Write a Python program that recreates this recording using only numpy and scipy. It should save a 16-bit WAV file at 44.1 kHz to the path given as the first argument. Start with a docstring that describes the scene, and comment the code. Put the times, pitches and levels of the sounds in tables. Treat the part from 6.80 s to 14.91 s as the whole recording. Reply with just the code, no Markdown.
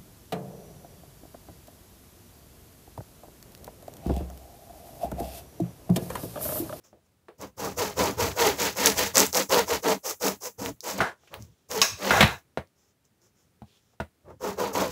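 """A quiet kitchen, the phone microphone close to a crusty loaf on a stone slab.
A serrated knife saws through it: the teeth catch and shake the loaf, the crust crumbles and cracks,
the inside tears, and the slab rocks on the counter. Blade, handle and the falling slice knock on the
stone, the edge drags over it and fingers brush the crust, all with a short room tail and a faint hush."""
import sys
import numpy as np
from scipy import signal
from scipy.fft import rfft, irfft, next_fast_len
from scipy.io import wavfile
from scipy.ndimage import uniform_filter1d, map_coordinates

SR = 44100
rng = np.random.default_rng(int(sys.argv[2]) if len(sys.argv) > 2 else 0)


def wav_record(signal):
    """Record a signal, one row per channel, as 16-bit PCM in the file named by sys.argv[1]."""
    frames = np.transpose(np.atleast_2d(signal))
    bounded = np.clip(frames, -1, 1)
    # unit amplitude maps onto the largest positive 16-bit level
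    quanta = np.round(bounded * 32767).astype(np.int16)
    wavfile.write(sys.argv[1], SR, quanta)


N = 357651

# Saw strokes. Each row: time of full pressure, rise, hold and release in seconds, then in dB the swell
# over the hold, crumbling, loaf shaking, tearing, slab rocking and counter drumming.
SAW_STROKES = [(0.635, 0.056, .02, 0.1, -5, -45, -37.5, -50.5, -46, -44),
               (0.802, .035, .06, 0.2, 1.5, -39.5, -34, -44.5, -42.5, -41.5),
               (0.992, 0.029, .07, 0.19, -4, -31.5, -28, -34, -40, -37.5),
               (1.203, 0.047, .075, 0.18, -5.5, -28.5, -23, -30.5, -31.5, -29),
               (1.406, 0.038, .055, 0.19, -3, -28.5, -25, -32, -30.5, -36),
               (1.601, 0.051, .075, 0.19, 1.5, -28, -23.5, -29, -43, -34.5),
               (1.802, 0.038, .065, 0.15, 2.5, -30, -31.5, -32, -44.5, -39.5),
               (1.988, 0.039, .09, 0.17, 5, -30, -31, -32, -48, -37.5),
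               (2.195, 0.043, .05, 0.16, -5, -23.5, -27.5, -25, -36.5, -35),
               (2.367, 0.032, .04, 0.16, 3, -23.5, -25.5, -26.5, -41.5, -29),
               (2.561, 0.038, .04, 0.11, -1.5, -24.5, -25.5, -30.5, -57.5, -30.5),
               (2.73, 0.042, .07, .11, -4.5, -24.5, -19.5, -26, -39.5, -30),
               (2.905, .045, .055, 0.084, -1.5, -29.5, -27.5, -34, -44, -45),
               (3.052, 0.03, .07, 0.1, 4, -33.5, -27, -35.5, -56.5, -33.5),
               (3.266, 0.036, .045, 0.078, 1.5, -31, -35.5, -43, -60, -68),
               (3.433, 0.034, .045, .14, 3, -30, -28.5, -37, -54, -34.5),
               (3.642, 0.04, .03, 0.078, 2, -35.5, -39.5, -48.5, -62, -62),
               (3.802, 0.024, .09, 0.065, 1, -40, -38.5, -47.5, -41.5, -36.5),
               (4.048, .022, .045, 0.22, 7.5, -39.5, -40, -46.5, -63.5, -57),
               (4.182, 0.091, .006, .03, 14, -48.5, -42, -47, -53.5, -38.5),
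               (4.543, 0.041, .02, 0.12, -6.5, -59.5, -40, -52, -50, -66),
               (4.622, 0.054, .015, 0.11, -2, -56.5, -81, -66, -42.5, -82),
               (4.918, 0.029, .07, 0.12, 1.5, -36.5, -35, -40, -51.5, -42),
               (5.244, 0.08, .06, .01, 5.5, -37.5, -33, -36, -52.5, -39.5),
               (7.502, 0.065, .005, 0.094, 4, -73, -43.5, -91, -52, -53),
               (7.651, 0.056, .04, 0.14, 1, -41, -30, -45, -45.5, -36.5),
               (7.799, 0.034, .055, 0.19, -1, -39.5, -26.5, -40.5, -49, -36.5),
               (7.955, .03, 0.062, 0.2, 2, -36, -26.5, -37, -45, -34),
               (8.105, 0.12, .02, .05, 1, -43.5, -41, -49.5, -41, -44.5)]
# For those five sounds in turn: the exponent on pressure, and the lag in seconds.
PRESSURE_POWERS = [3.4, 3.97, 3.8, 1, 3.8]
LAGS_S = [-0.005, -0.0021, 0.0025, 0.00062, 0.013]
# Light touches on the crust. Each row: time of full pressure, rise, hold and release in seconds,
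# then swell, rustle, loaf shaking and steel singing in dB.
TOUCHES = [(0.048, 0.01, 0.0046, 0.15, 3, -61, -68, -76), (0.27, .03, 0.0092, 0.07, -9, -72, -71, -90),
           (4.45, 0.12, 0.42, 0.09, -12, -68, -70.5, -70.5), (5.99, .05, 0.13, 0.049, -2.5, -70, -79, -83),
           (6.252, .01, .005, .08, 4, -73, -76, -85), (6.43, 0.032, .045, .09, 2, -68, -72, -89),
           (6.59, .07, .02, .2, 2, -70.5, -84, -83), (6.88, .06, .09, .1, 3.5, -78, -80, -69.5),
           (7.0, 0.097, 0.15, .06, 0, -75.5, -85, -82), ]
# The stone's modes. Each row: pitch in Hz, level in dB, time to fall 60 dB in seconds.
SLAB_MODES = [(83, 1, .14), (124, 2, 0.096), (206, 2, 0.096), (470, -9, 0.032), (810, -0.5, 0.027),
              (1130, -4, 0.04), (1420, 0.5, .06), (1710, -2, 0.052), (2054, -0.5, 0.13), (2635, -0.5, .07),
              (3320, 2.5, .06)]
# Modes of the blade, and of the slab rocking on the counter. 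Each row: pitch and width in Hz, level in dB.
BLADE_MODES = [(1110, 53, -0.5), (1650, 120, -4.5), (2570, 240, -1.5), (3900, 300, -4), (5320, 600, -1.5),
               (6550, 320, -0.5), (8000, 87, -10)]
ROCKING_MODES = [(78, 40, 0), (134, 170, -13)]


def sawing(teeth_hz=466.2):
    """Teeth catch in turn, shaking and tearing the loaf. Returns the cut and the rumble beneath it."""
    # Modes of the loaf and the counter. Each row: pitch in Hz, width in Hz, level in dB.
    loaf_modes = [(420, 170, -2.5), (616, 100, 0.5), (842, 150, -2), (1210, 530, -9.5)]
    counter_modes = [(172, 17, -7), (196, 4.6, 5.5), (282, 28, -2)]
    # Tearing fibres. Each row: frequency in Hz, spectral level in dB.
    fibre_spectrum = [(700, -38.5), (1300, -2.5), (2000, 1.5), (3500, -3), (4700, -1), (6500, -30)]
    crumble, shake, tear, rock, drum = contacts(SAW_STROKES, PRESSURE_POWERS, LAGS_S)
    shake = shake + contacts(TOUCHES, PRESSURE_POWERS[:3], LAGS_S)[1]
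    teeth_passed = np.cumsum(teeth_hz * arm_speed() * np.exp(0.06 * wobble(9) + .04 * wobble(60))) / SR
    catches = np.diff(np.floor(teeth_passed), prepend=0)
    catches *= amp(0.83 * rng.standard_normal(N) + 3.3 * wobble(45))
    catches = unit(catches - catches.mean())
    bite = lambda: amp(1.2 * np.cos(2 * np.pi * teeth_passed) + 0.5 * wobble(90))  # tooth pressure
    push = 0.55 * catches + bite() * grit(1200, 1.9, smooth=0.29)
    loaf = unit(filtered(push, lambda f: body(loaf_modes)(f) * 1j * f / (260 + 1j * f)))
    hollow = unit(filtered(catches + 0.89 * rng.standard_normal(N), lambda f: body(loaf_modes[:1])(f) ** 2))
    gentle = np.clip(.75 - 2.2 * tear / (shake + 1e-9), .1, .8)  # little tearing: the lowest mode leads
    loaf = np.sqrt(gentle) * hollow + np.sqrt(1 - gentle) * loaf
    fibres = coloured(bite() * amp(2.0 * wobble(120)) * grit(3000, 2.9, smooth=0.58), fibre_spectrum)
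    cut = shake * loaf + crumble * crumbs(bite()) + tear * fibres
    return cut, rock * rumble(ROCKING_MODES) + drum * rumble(counter_modes)


def arm_speed(slowing_per_s=1.6):
    """The arm slows through each stroke; its relative speed passes 1 at 50 ms after full pressure."""
    t = np.arange(N) / SR
    full_at, rise = np.transpose(SAW_STROKES)[:2]
    stroke = np.clip(np.searchsorted(full_at - rise, t) - 1, 0, None)
    return np.exp(-slowing_per_s * np.clip(t - full_at[stroke] - .05, -.1, .12))


def crumbs(bite):
    """Crust breaks into crumbs, in clumps."""
    # Each row: frequency in Hz, spectral level in dB.
    crumb_spectrum = [(2500, -25.5), (4300, -17), (5100, -3), (6400, -0.5), (7300, -4), (9500, -15.5),
                      (11500, -7.5), (14500, -11), (16000, -5.5)]
    return coloured(bite * amp(1.6 * wobble(140)) * grit(3500, 4.6, smooth=.5), crumb_spectrum)


def cracks():
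    """A plate of crust snaps: a few cycles at its own pitch and a bright splinter."""
    # Each row: start in seconds, level in dB, pitch in Hz.
    crust_snaps = [(0.9792, -22.5, 6486), (1.6018, -18, 5848), (1.819, -11, 7256), (2.0597, 5, 6660),
                   (2.0702, -1.5, 3100), (2.073, -2, 5600), (2.1007, -10.5, 4860), (2.3566, -4, 5910),
                   (2.3705, 3, 6320), (2.3808, 4.5, 7200), (2.4033, 1.5, 6140), (2.4658, -12.5, 6850),
                   (2.5293, -13.5, 5840), (2.5471, -9, 5050), (2.6239, -16, 6500), (2.7244, -15, 5660),
                   (2.7445, -6.5, 3870), (3.257, -23, 6800), (3.4295, -22.5, 4450), (3.8604, -14, 2482),
                   (4.0064, -22, 5590), (4.0894, -29, 6910), (4.5411, -20.5, 2560), (4.624, -33, 5900),
                   (4.9142, -16.5, 5890), (5.8731, -53, 5200), (6.2527, -49.5, 6860), (6.4178, -52, 5520)]
    out, t = np.zeros(N + SR), np.arange(SR // 50) / SR
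    for start, db, hz in crust_snaps:
        snap = np.sin(2 * np.pi * hz * t) * np.sin(np.pi * np.clip(t / .00055, 0, 1))
        splinter = np.diff(rng.standard_normal(len(t) + 1))
        splinter *= 0.2 * decay(t, .008) + 0.017 * decay(t, 0.031)
        out[round(start * SR):][:len(t)] += amp(db - 1.5) * (snap + splinter)
    return out[:N]


def knocks():
    """Knocks ring the slab, soft ones leaving out its high modes; loose crumbs rattle after them."""
    # Each row: start in seconds, level in dB, tilt above the hollow pitch in dB per octave,
    # thump in dB, rattle decay in seconds (capped below), hollow pitch in Hz.
    slab_knocks = [(0.129, -38, -18, -20, 0.22, 595), (0.484, -26.5, -10.5, -42, 0.14, 477),
                   (4.191, -18.5, -10, -27, 0.12, 736), (4.204, -14.5, -15, -16, 0.35, 1533),
                   (4.435, -51, -11, -40, .12, 800), (4.474, -52, -5, -40, .12, 2600),
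                   (5.306, -11.5, -6, -21.5, 0.36, 1392), (5.407, -5, 1, -17.5, 0.33, 2305),
                   (5.427, -9, -1, -8, 0.094, 756), (5.774, -16, -6.5, -17, 0.13, 576),
                   (6.819, -38, -21, -5, 0.11, 829), (7.134, -51, -17, -30, .08, 950),
                   (7.201, -15.5, -8.5, -11.5, 0.096, 620), (7.484, -37, -21, -27, 0.1, 503)]
    out, t = np.zeros(N + SR), np.arange(SR // 2) / SR
    mode_hz, bins = np.array(SLAB_MODES)[:, 0], np.fft.rfftfreq(len(t), 1 / SR)
    for start, db, tilt_db, thump_db, t60, hollow_hz in slab_knocks:
        # The place struck favours one mode.
        hollow_db = lambda f: 12 * np.exp(-(np.log2(f / hollow_hz + 0.00083) / 0.21) ** 2)
        treble_db = lambda f: tilt_db * np.log2(np.maximum(f / hollow_hz, 1))
        colour_db = lambda f: np.where(f < 230, thump_db + 15, treble_db(f) + hollow_db(f))
        band = amp(colour_db(bins) - 0.55 * hollow_db(bins)) * (bins > 300) / (1 + (bins / 3300) ** 3)
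        rattle = unit(irfft(rfft(rng.standard_normal(len(t))) * band, len(t)))
        rattle *= 2.5 * decay(t, 0.0065) + 0.66 * decay(t, min(t60, .24))
        tick = .12 * uniform_filter1d(rng.standard_normal(len(t)), size=7) * decay(t, 0.21)
        knock = slab_ring(t, colour_db(mode_hz)) + rattle + tick
        attack = 1 - np.exp(-t / .00022)
        out[round(start * SR):][:len(t)] += amp(db - 11) * knock * attack
    return out[:N]


def slab_ring(t, gains_db):
    """Modes ring at new strengths each knock; low ones build slowly, high ones wander in phase."""
    out = np.zeros(len(t))
    for (hz, db, t60), gain_db in zip(SLAB_MODES, gains_db):
        envelope = amp(db + gain_db + rng.normal(0, 2.8)) * decay(t, t60) * (1 - np.exp(-hz * t / 0.48))
        drift = 0.12 * hz / 1000 * np.cumsum(rng.standard_normal(len(t)))
        out += envelope * np.sin(2 * np.pi * hz * t + drift)
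    return out


def blade_clack():
    """Steel meets stone: a sharp clack and a short chatter, heard through the damped blade."""
    # Each row: start in seconds, level in dB.
    edge_hits = [(5.016, -14.5)]
    push, t = np.zeros(N + SR), np.arange(SR // 2) / SR
    envelope = 2.2 * decay(t, .012) + 1.8 * decay(t, 0.041) + 0.7 * decay(t, 0.36)
    for start, db in edge_hits:
        push[round(start * SR):][:len(t)] += amp(db) * envelope * rng.standard_normal(len(t))
    return filtered(push[:N], lambda f: 2.4 * body(BLADE_MODES)(f) + .15)


def edge_drag():
    """Grit under the edge excites the slab, damped by the loaf. Returns the scrape and the rocking."""
    # Each row: time of full pressure, rise, hold and release in seconds,
    # then swell, scrape, crushed crumbs, slab rocking and blade chatter in dB.
    drags = [(4.209, .006, 0.0074, .17, -6, -17.5, -54.5, -42, -54),
             (5.025, .012, 0.008, 0.12, -5, -25, -24.5, -60.5, -40),
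             (5.11, 0.062, 0.017, 0.092, -1.5, -50.5, -63.5, -42.5, -70),
             (5.31, .005, 0.098, 0.01, 0.5, -21, -33.5, -29.5, -33.5),
             (5.412, .006, 0.011, 0.22, -1.5, -21.5, -35.5, -20.5, -23)]
    scrape, crush, rock, chatter = contacts(drags, [2.8, 2, 3.6, 3.4], lags_s=[0.0016, .001, .015, .001])
    stone = body([(hz, 1.8 / t60 * 3.8, db) for hz, db, t60 in SLAB_MODES if 400 < hz < 2300])
    grains = amp(0.95 * wobble(70)) * grit(1500, 5.2, smooth=0.91)
    grind = unit(filtered(grains, lambda f: (stone(f) + 0.15) / (1 + 1j * f / 3200) ** 2))
    steel = unit(filtered(grit(2000, 2.3, smooth=.5), body(BLADE_MODES[1:4])))
    return scrape * grind + chatter * steel + crush * crumbs(1), rock * rumble(ROCKING_MODES)


def rumble(modes):
    """Uneven pushes shake a heavy body."""
    return unit(filtered(amp(1.7 * wobble(25)) * rng.standard_normal(N), body(modes)))


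def brushing():
    """Skin and flat steel slide over the crust; the steel sings faintly."""
    # Skin on crust. Each row: frequency in Hz, spectral level in dB.
    rustle_spectrum = [(1000, -3), (4500, -15), (5300, 1), (7200, -0.5), (8500, -15.5), (15000, -12)]
    # The blade lying flat. Each row: pitch in Hz, width in Hz, level in dB.
    flat_blade_modes = [(3380, 1300, 0)]
    rustle, _, sing = contacts(TOUCHES, PRESSURE_POWERS[:3], LAGS_S)
    skin = coloured(grit(3300, 2.5, smooth=.6), rustle_spectrum)
    steel = unit(filtered(grit(2000, 2.54, smooth=.6), body(flat_blade_modes)))
    return rustle * skin + sing * steel


def kitchen(x):
    """The room answers briefly, the treble lasting longest."""
    # Each row: frequency in Hz, time to fall 60 dB in seconds.
    room_decay = [(200, 0.1), (2000, 0.1), (4500, 0.11), (10000, 0.26)]
    hz, t, noise = signal.stft(rng.standard_normal(SR // 2), SR, nperseg=256)
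    tail = signal.istft(noise * decay(t, along(room_decay, hz)[:, None]), SR, nperseg=256)[1]
    return signal.fftconvolve(np.pad(x, (150, 0)), tail / np.linalg.norm(tail))[:N]


def hush(level_db=-68):
    """Room air and microphone noise waver slightly in level."""
    # Each row: frequency in Hz, spectral level in dB.
    hush_spectrum = [(15, -31.5), (25, -6.5), (80, 6), (229, -3), (545, -10.5), (591, -12), (1100, -18),
                     (1230, -15.5), (1480, -18), (2550, -21), (16000, -26.5)]
    return amp(level_db + .8 * wobble(3.5)) * coloured(rng.standard_normal(N), hush_spectrum)


def contacts(rows, exponents, lags_s, grip=0.41):
    """A gain curve per level column: pressure rises fast as the teeth grip, holds, then lets go."""
    t = np.arange(N) / SR
    power = np.zeros((len(exponents), N))
    for full_at, rise, hold, fall, swell_db, *levels in rows:
        near = slice(max(round((full_at - .3) * SR), 0), round((full_at + .8) * SR))
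        rise, hold, fall = np.maximum([rise, hold, fall], 1e-3)
        for k, db in enumerate(levels):
            since = t[near] - full_at - lags_s[k]
            pressure = np.clip(1 + since / rise, 0, 1) ** grip * np.clip(1 - (since - hold) / fall, 0, 1)
            gain = amp(db + swell_db * np.clip(since / hold, 0, 1))
            power[k, near] += (pressure ** exponents[k] * gain) ** 2
    return np.sqrt(power)


def grit(per_second, spread_db, smooth):
    """Random tiny breaks with a few large ones, on a share of smooth rubbing noise."""
    size, sign, chance = rng.random((3, N))
    breaks = amp(-spread_db * np.log(size + 4e-3)) * np.sign(sign - .5) * (chance < per_second / SR)
    return np.sqrt(1 - smooth) * unit(breaks) + np.sqrt(smooth) * rng.standard_normal(N)


def body(modes):
    """Causal frequency response of a set of resonances."""
    return lambda f: sum((-1) ** k * amp(db) * 1j * f * width / (hz * hz - f * f + 1j * f * width)
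                         for k, (hz, width, db) in enumerate(modes))


def filtered(x, response):
    """x through a complex frequency response."""
    size = next_fast_len(N + SR // 2)
    return irfft(rfft(x, size) * response(np.fft.rfftfreq(size, 1 / SR)), size)[:N]


def coloured(x, spectrum):
    """x shaped by (Hz, dB) points, at unit RMS."""
    return unit(filtered(x, lambda f: amp(along(spectrum, f))))


def along(points, hz):
    """Interpolate (Hz, value) points on a log axis."""
    knots_hz, values = np.transpose(points)
    return np.interp(np.log(hz + 1), np.log(knots_hz + 1), values)


def wobble(rate):
    """A smooth random curve, rate knots a second."""
    return map_coordinates(rng.standard_normal(int(N * rate / SR) + 4), [np.arange(N) * rate / SR])


def decay(t, t60):
    return amp(-60 * t / t60)


def amp(db):
    return 10 ** (np.asarray(db) / 20)


def unit(x):
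    return x / np.sqrt(np.mean(x ** 2) + 1e-20)


def scene():
    """Knife, loaf and slab up close, the kitchen behind them, in mono."""
    cut, cut_rumble = sawing()
    scrape, scrape_rumble = edge_drag()
    hits = cracks() + knocks() + blade_clack()
    direct = cut + scrape + cut_rumble + scrape_rumble + hits + brushing()
    room = kitchen(amp(-11.5) * (cut + scrape) + amp(-7.5) * hits)
    return (direct + room + hush())[None]


def record(dry, bass_hz=40, top_hz=15800):
    """The microphone drops the deepest bass, rounds off the loudest cracks and cuts the highest treble."""
    bass_cut = filtered(dry[0], lambda hz: (1j * hz / (bass_hz + 1j * hz)) ** 4)
    limited = bass_cut / (1 + np.abs(bass_cut) ** 8) ** (1 / 8)
    return filtered(limited, lambda hz: np.sin(np.pi / 2 * np.clip((top_hz - hz) / 200, 0, 1)) ** 2)[None]


dry = scene()
out = record(dry)
wav_record(out)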